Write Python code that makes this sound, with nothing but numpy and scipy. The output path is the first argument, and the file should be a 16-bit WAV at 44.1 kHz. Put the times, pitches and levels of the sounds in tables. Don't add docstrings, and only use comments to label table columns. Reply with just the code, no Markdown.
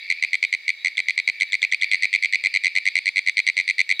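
import sys
import numpy as np
from scipy import signal
from scipy.fft import rfft, irfft, next_fast_len
from scipy.io import wavfile

SR = 44100
rng = np.random.default_rng(int(sys.argv[2]) if len(sys.argv) > 2 else 0)


def unload_audio(sound):
    columns = np.transpose(np.atleast_2d(sound))
    steps = np.round(np.clip(columns, -1, 1) * 32767)
    wavfile.write(sys.argv[1], SR, steps.astype(np.int16))


N = 176400
T = np.arange(N) / SR

# start in seconds, level in dB, extra dB for the middle pulses,
# time between pulses in milliseconds, number of pulses.
CROAKS = [(0.101, -10.5, -1.5, 11, 3), (0.2248, -11, -1, 11.2, 3), (0.3314, -10, -0.9, 10.56, 3),
          (0.4273, -10.5, -0.3, 10.7, 3), (0.5268, -10, -1, 10.6, 3), (0.6797, -11.5, 1.8, 11.26, 3),
          (0.8469, -9.5, -1.8, 11.35, 4), (0.979, -10.5, -2, 11.2, 3), (1.0844, -9.5, -1.6, 10.74, 3),
          (1.1773, -8.5, -3.5, 10.8, 3), (1.2762, -9, -1.8, 10.7, 3), (1.4088, -10.5, 1.2, 10.84, 3),
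          (1.5306, -10, -0.5, 10.36, 3), (1.628, -9, -3.5, 10.2, 3), (1.723, -8.5, -3, 10.94, 3),
          (1.8214, -10, 0, 10.65, 3), (1.9225, -11.5, 2.5, 10.7, 4), (2.0327, -8.5, -2, 10.26, 3),
          (2.1382, -9, -0.9, 10.58, 3), (2.235, -10.1, 1.0, 10.9, 3), (2.3343, -9.1, -0.2, 10.65, 3),
          (2.448, -12, 5, 10.6, 3), (2.5492, -12, 3.5, 10.8, 3), (2.6448, -9.1, -0.5, 11.2, 4),
          (2.7622, -10, 0.8, 10.63, 3), (2.8645, -9.5, 0.9, 10.25, 3), (2.966, -10, -2, 10.7, 3),
          (3.0675, -10.5, 0.5, 10.4, 3), (3.169, -10.5, 1.9, 10.5, 3), (3.2732, -9, 1.5, 10.9, 3),
          (3.3794, -10, 1, 10.5, 3), (3.475, -8, -0.7, 11.7, 3), (3.577, -10, -0.9, 10.95, 4),
          (3.6882, -11, 2.5, 10, 3), (3.7919, -9, 1, 10.71, 3), (3.9015, -11.5, 4, 10.6, 3)]
# start in seconds, level in dB, pitch in Hz.
LEAD_INS = [(1.9146, -11.5, 2190), (2.0234, -10.5, 2070), (2.129, -11.5, 2070), (2.2254, -10.5, 2123),
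            (2.3255, -13, 1950), (2.4382, -11, 2150), (2.54, -10.5, 2068), (2.6367, -13, 2070),
            (2.7527, -12.3, 2030), (2.8545, -11.5, 2045), (2.9547, -5.5, 2202), (3.0575, -11, 2034),
            (3.1592, -10.5, 2156), (3.2633, -15.5, 2050), (3.37, -10, 2144), (3.4665, -10.5, 2157),
            (3.568, -11, 2104), (3.6781, -9, 2100), (3.7823, -12.5, 2064), (3.8918, -10.5, 2017),
            (3.9944, -10.5, 2198)]
# start in seconds, level in dB.
SQUEAKS = [(0.971, -18.5), (1.4012, -20), (1.522, -16.5), (1.6186, -17), (1.7157, -22), (1.8138, -15.5),
           (1.9143, -17)]
CROAK_VOICE = [-1.5, -15.5, -21, -29, -53, -52.5, -52.5]
LEAD_VOICE = [-4.5, -16.5, -32, -26.5, -47, -43, -59]
SQUEAK_VOICE = [-12, -2, -21.5, -18, -21.5, -46.5, -38]
def tree_frog():
    out, rasp = np.zeros(N), cord_rasp()
    for start, db, extra_db, gap_ms, count in CROAKS:
        add(out, start, undb(db) * pulse(2129.7, CROAK_VOICE, rasp))
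        for k in range(1, count - 1):
            add(out, start + k * gap_ms / 1000, undb(db + extra_db) * pulse(2144, CROAK_VOICE, rasp))
        last_start = start + ((count - 1) * gap_ms + .11) / 1000
        last_db = db + extra_db / 2 - .83 - 4 * (count > 3)
        last = pulse(2207, CROAK_VOICE, rasp, rise_ms=1.7, ring_ms=.8, fall_hz_per_ms=40, buzz_ms=2.8)
        add(out, last_start, undb(last_db) * last)
    for start, db, hz in LEAD_INS:
        lead_in = pulse(hz, LEAD_VOICE, rasp, rise_ms=1.9, fall_hz_per_ms=80, buzz_ms=3.1)
        add(out, start, undb(db) * lead_in)
    for start, db in SQUEAKS:
        squeak = pulse(1772, SQUEAK_VOICE, rasp, rise_ms=1.3, ring_ms=.9, fall_hz_per_ms=40, buzz_ms=2.8)
        add(out, start, undb(db) * squeak)
    return out


# pitch in Hz, fade time in milliseconds, level in dB.
SNAP_RINGS = [(2610, 0.48, -11.5), (3830, 0.41, -4), (7970, 0.25, -19.5), (8500, 0.14, -21)]
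def pulse(hz, voice, rasp, rise_ms=2.2, ring_ms=1.3, fall_hz_per_ms=75, buzz_ms=3.8):
    t = T[:512]
    ms = 1000 * t
    chance = rng.standard_normal(12)
    pitch = hz * (1 + .013 * chance[0]) + fall_hz_per_ms * (rise_ms - np.minimum(ms, buzz_ms))
    phase = 2 * np.pi * np.cumsum(pitch) / SR
    sac_swell = np.sin(np.pi / 2 * np.minimum(ms / rise_ms, 1)) ** 1.05
    sac_fade = 1 / np.cosh(1.15 * np.maximum(ms - rise_ms, 0) / ring_ms)
    cords = np.maximum(np.sin(np.pi * np.minimum(ms / buzz_ms, 1)), 0)
    out = undb(voice[0]) * sac_swell * sac_fade * np.sin(phase)
    for k in range(1, len(voice)):
        out += undb(voice[k] + 1.5 * chance[k]) * cords ** 1.25 * np.sin((k + 1) * phase)
    for (ring_hz, fade_ms, db), detune in zip(SNAP_RINGS, chance[::-1]):
        snap_shape = ms / fade_ms * np.exp(1 - ms / fade_ms) / 2
        out += undb(db) * snap_shape * np.sin(2 * np.pi * ring_hz * (1 + .044 * detune) * t)
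    offset = rng.integers(N - len(t))
    out += undb(-21) * cords * rasp[offset:offset + len(t)]
    return out * undb(.5 * rng.standard_normal())


# frequency in Hz, level in dB.
RASP_COLOUR = [(300, -34.5), (1100, -45.5), (1700, 0.5), (3600, 1.5), (5300, -8), (7000, -8.5),
               (8500, -16.5), (10500, -20), (15500, -36.5)]
def cord_rasp():
    return noise(RASP_COLOUR)


# frequency in Hz, boost or cut in dB.
THROAT_COLOUR = [(700, -15.5), (1100, -13.5), (1400, -10), (1650, -2.5), (2100, 2), (2550, 6.5), (3000, 0),
                 (3700, 0), (4150, 1.5), (4450, 6.5), (4900, -1), (5350, -4), (5800, 8), (6150, 7),
                 (6550, -12), (7000, -3), (7700, 7.5), (8500, 1), (9400, -6), (11000, -11.5), (12400, -7.5),
                 (15000, -5.5)]
def throat(croaks):
    return colour(croaks, THROAT_COLOUR)


# frequency in Hz, boost or cut in dB.
ECHO_COLOUR = [(1000, 8), (2200, 8), (3000, 15), (4300, 14), (6000, -18), (9000, 12.5), (15000, -14)]
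def tree_echoes(frog):
    trees = undb(-28) * scatter(frog, fade_s=.22)
    bark = undb(-22) * scatter(frog, fade_s=.03)
    return colour(trees + bark, ECHO_COLOUR)


# time in seconds, main band in dB, band an octave up in dB.
POND_LEVELS = [(0, -32, -42.5), (.12, -41, -46), (.4, -41, -52.5), (.75, -40.5, -59), (.9, -41, -51),
               (1.3, -40, -50.5), (1.48, -36.5, -48.5), (1.68, -41, -54), (1.85, -34, -43),
               (2.099, -40, -51), (2.501, -41, -56), (3.0, -40, -50.5), (3.2, -41.5, -50),
               (3.45, -43.5, -51.5), (3.65, -39, -49), (4, -41.5, -56)]
# frequency in Hz, level in dB.
POND_MAIN_COLOUR = [(1200, -48.5), (1600, -28), (1850, -5), (2050, -3), (2270, 10), (2480, -5),
                    (2700, -10.5), (3100, -25.5), (3800, -45)]
POND_OCTAVE_COLOUR = [(2800, -27), (3400, 7), (4000, 3), (4500, 12), (4800, 9), (5100, -17), (5500, -10),
                      (6500, -43), (8500, -29), (10000, -47)]
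def pond_frogs():
    times, main_db, octave_db = np.array(POND_LEVELS).T
    main = undb(np.interp(T, times, main_db)) * chorus(POND_MAIN_COLOUR)
    octave = undb(np.interp(T, times, octave_db)) * chorus(POND_OCTAVE_COLOUR)
    return main + octave


# start in seconds, end in seconds, level in dB.
GROUP_BOUTS = [(0.036, .33, -40.5), (1.919, 2.722, -38.5), (2.72, 3.067, -43.5)]
# frequency in Hz, level in dB.
GROUP_COLOUR = [(1500, -45), (2000, -11), (2280, 5.5), (2520, -1.5), (2720, -11), (3100, -25), (3900, -18),
                (4400, -8.5), (4850, -12.5), (5150, -27), (5600, -39.5), (6800, -42.5), (9000, -50)]
def nearer_frogs(fade_s=.094):
    level = np.zeros(N)
    for start, end, db in GROUP_BOUTS:
        level += undb(db) * np.clip(np.minimum(T - start, end - T) / fade_s + .5, 0, 1)
    return level * chorus(GROUP_COLOUR)


def chorus(tone, croaks_per_s=60, spread_db=10, wash=.65):
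    clicks = np.zeros(N)
    for when, pace, loudness in rng.random((int(croaks_per_s * N / SR), 3)):
        gap_s = .0105 * (.9 + .2 * pace)
        for k in range(4):
            add(clicks, when * N / SR + k * gap_s, undb([spread_db * loudness]))
    return unit(unit(colour(clicks, tone)) + wash * noise(tone))


# middle of the call in seconds, level in dB.
FAR_CALLS = [(.01, -43.5), (.19, -53.5), (0.479, -42.5), (.81, -43.5), (1.03, -45), (1.26, -43.5),
             (1.48, -46.5), (2.08, -46), (2.909, -47.5), (3.25, -59), (3.43, -47.5), (3.72, -59),
             (3.96, -39)]
# frequency in Hz, level in dB.
FAR_COLOUR = [(2800, -36.5), (3300, -15.5), (3650, -4.5), (3900, 7), (4100, -12.5), (4400, -6.5),
              (5200, -42.5)]
def far_calls(width_s=.021, steady_db=-56):
    swells = sum(undb(db) * np.exp(-.5 * ((T - middle) / width_s) ** 2) for middle, db in FAR_CALLS)
    return np.hypot(swells, undb(steady_db)) * noise(FAR_COLOUR)


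# frequency in Hz, level in dB.
AIR_CENTRE_COLOUR = [(25, -5), (100, -12), (250, -4.5), (500, -2), (1100, -5), (3000, 5.5), (6000, 0.5),
                     (10000, -13), (15500, -15.5)]
AIR_SIDE_COLOUR = [(25, -23), (100, -23), (250, -10.5), (550, -3.5), (1200, -6), (3000, 1), (4500, 3.5),
                   (7000, -18), (15500, -19)]
def night_air():
    return undb(-60.5) * noise(AIR_CENTRE_COLOUR), undb(-54) * noise(AIR_SIDE_COLOUR)


def undb(db):
    return 10 ** (np.asarray(db) / 20)


def unit(x):
    return x / np.sqrt(np.mean(x ** 2))


def colour(x, tone):
    hz, db = np.array(tone).T
    size = next_fast_len(len(x) + 512, True)
    freqs = np.maximum(np.fft.rfftfreq(size, 1 / SR), 1)
    gain = undb(np.interp(np.log(freqs), np.log(hz), db))
    return irfft(rfft(x, size) * gain, size)[:len(x)]


def noise(tone):
    return unit(colour(rng.standard_normal(N), tone))


def add(out, start_s, sound):
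    i = max(int(round(start_s * SR)), 0)
    part = sound[:max(len(out) - i, 0)]
    out[i:i + len(part)] += part


def scatter(x, fade_s):
    t = T[:SR // 2]
    tail = rng.standard_normal(len(t)) * undb(-60 * t / fade_s)
    return signal.fftconvolve(x, tail / np.linalg.norm(tail))[:N]


def scene():
    frog = throat(tree_frog())
    frogs = frog + tree_echoes(frog) + pond_frogs() + nearer_frogs() + far_calls()
    air_centre, air_side = night_air()
    centre = frogs + air_centre
    side = air_side + undb(-26.5) * scatter(frogs, fade_s=.025)
    return np.array([centre + side, centre - side])


def record(dry, top_hz=15800):
    return signal.sosfilt(signal.ellip(10, .1, 80, top_hz, fs=SR, output="sos"), dry)


dry = scene()
out = record(dry)
unload_audio(out)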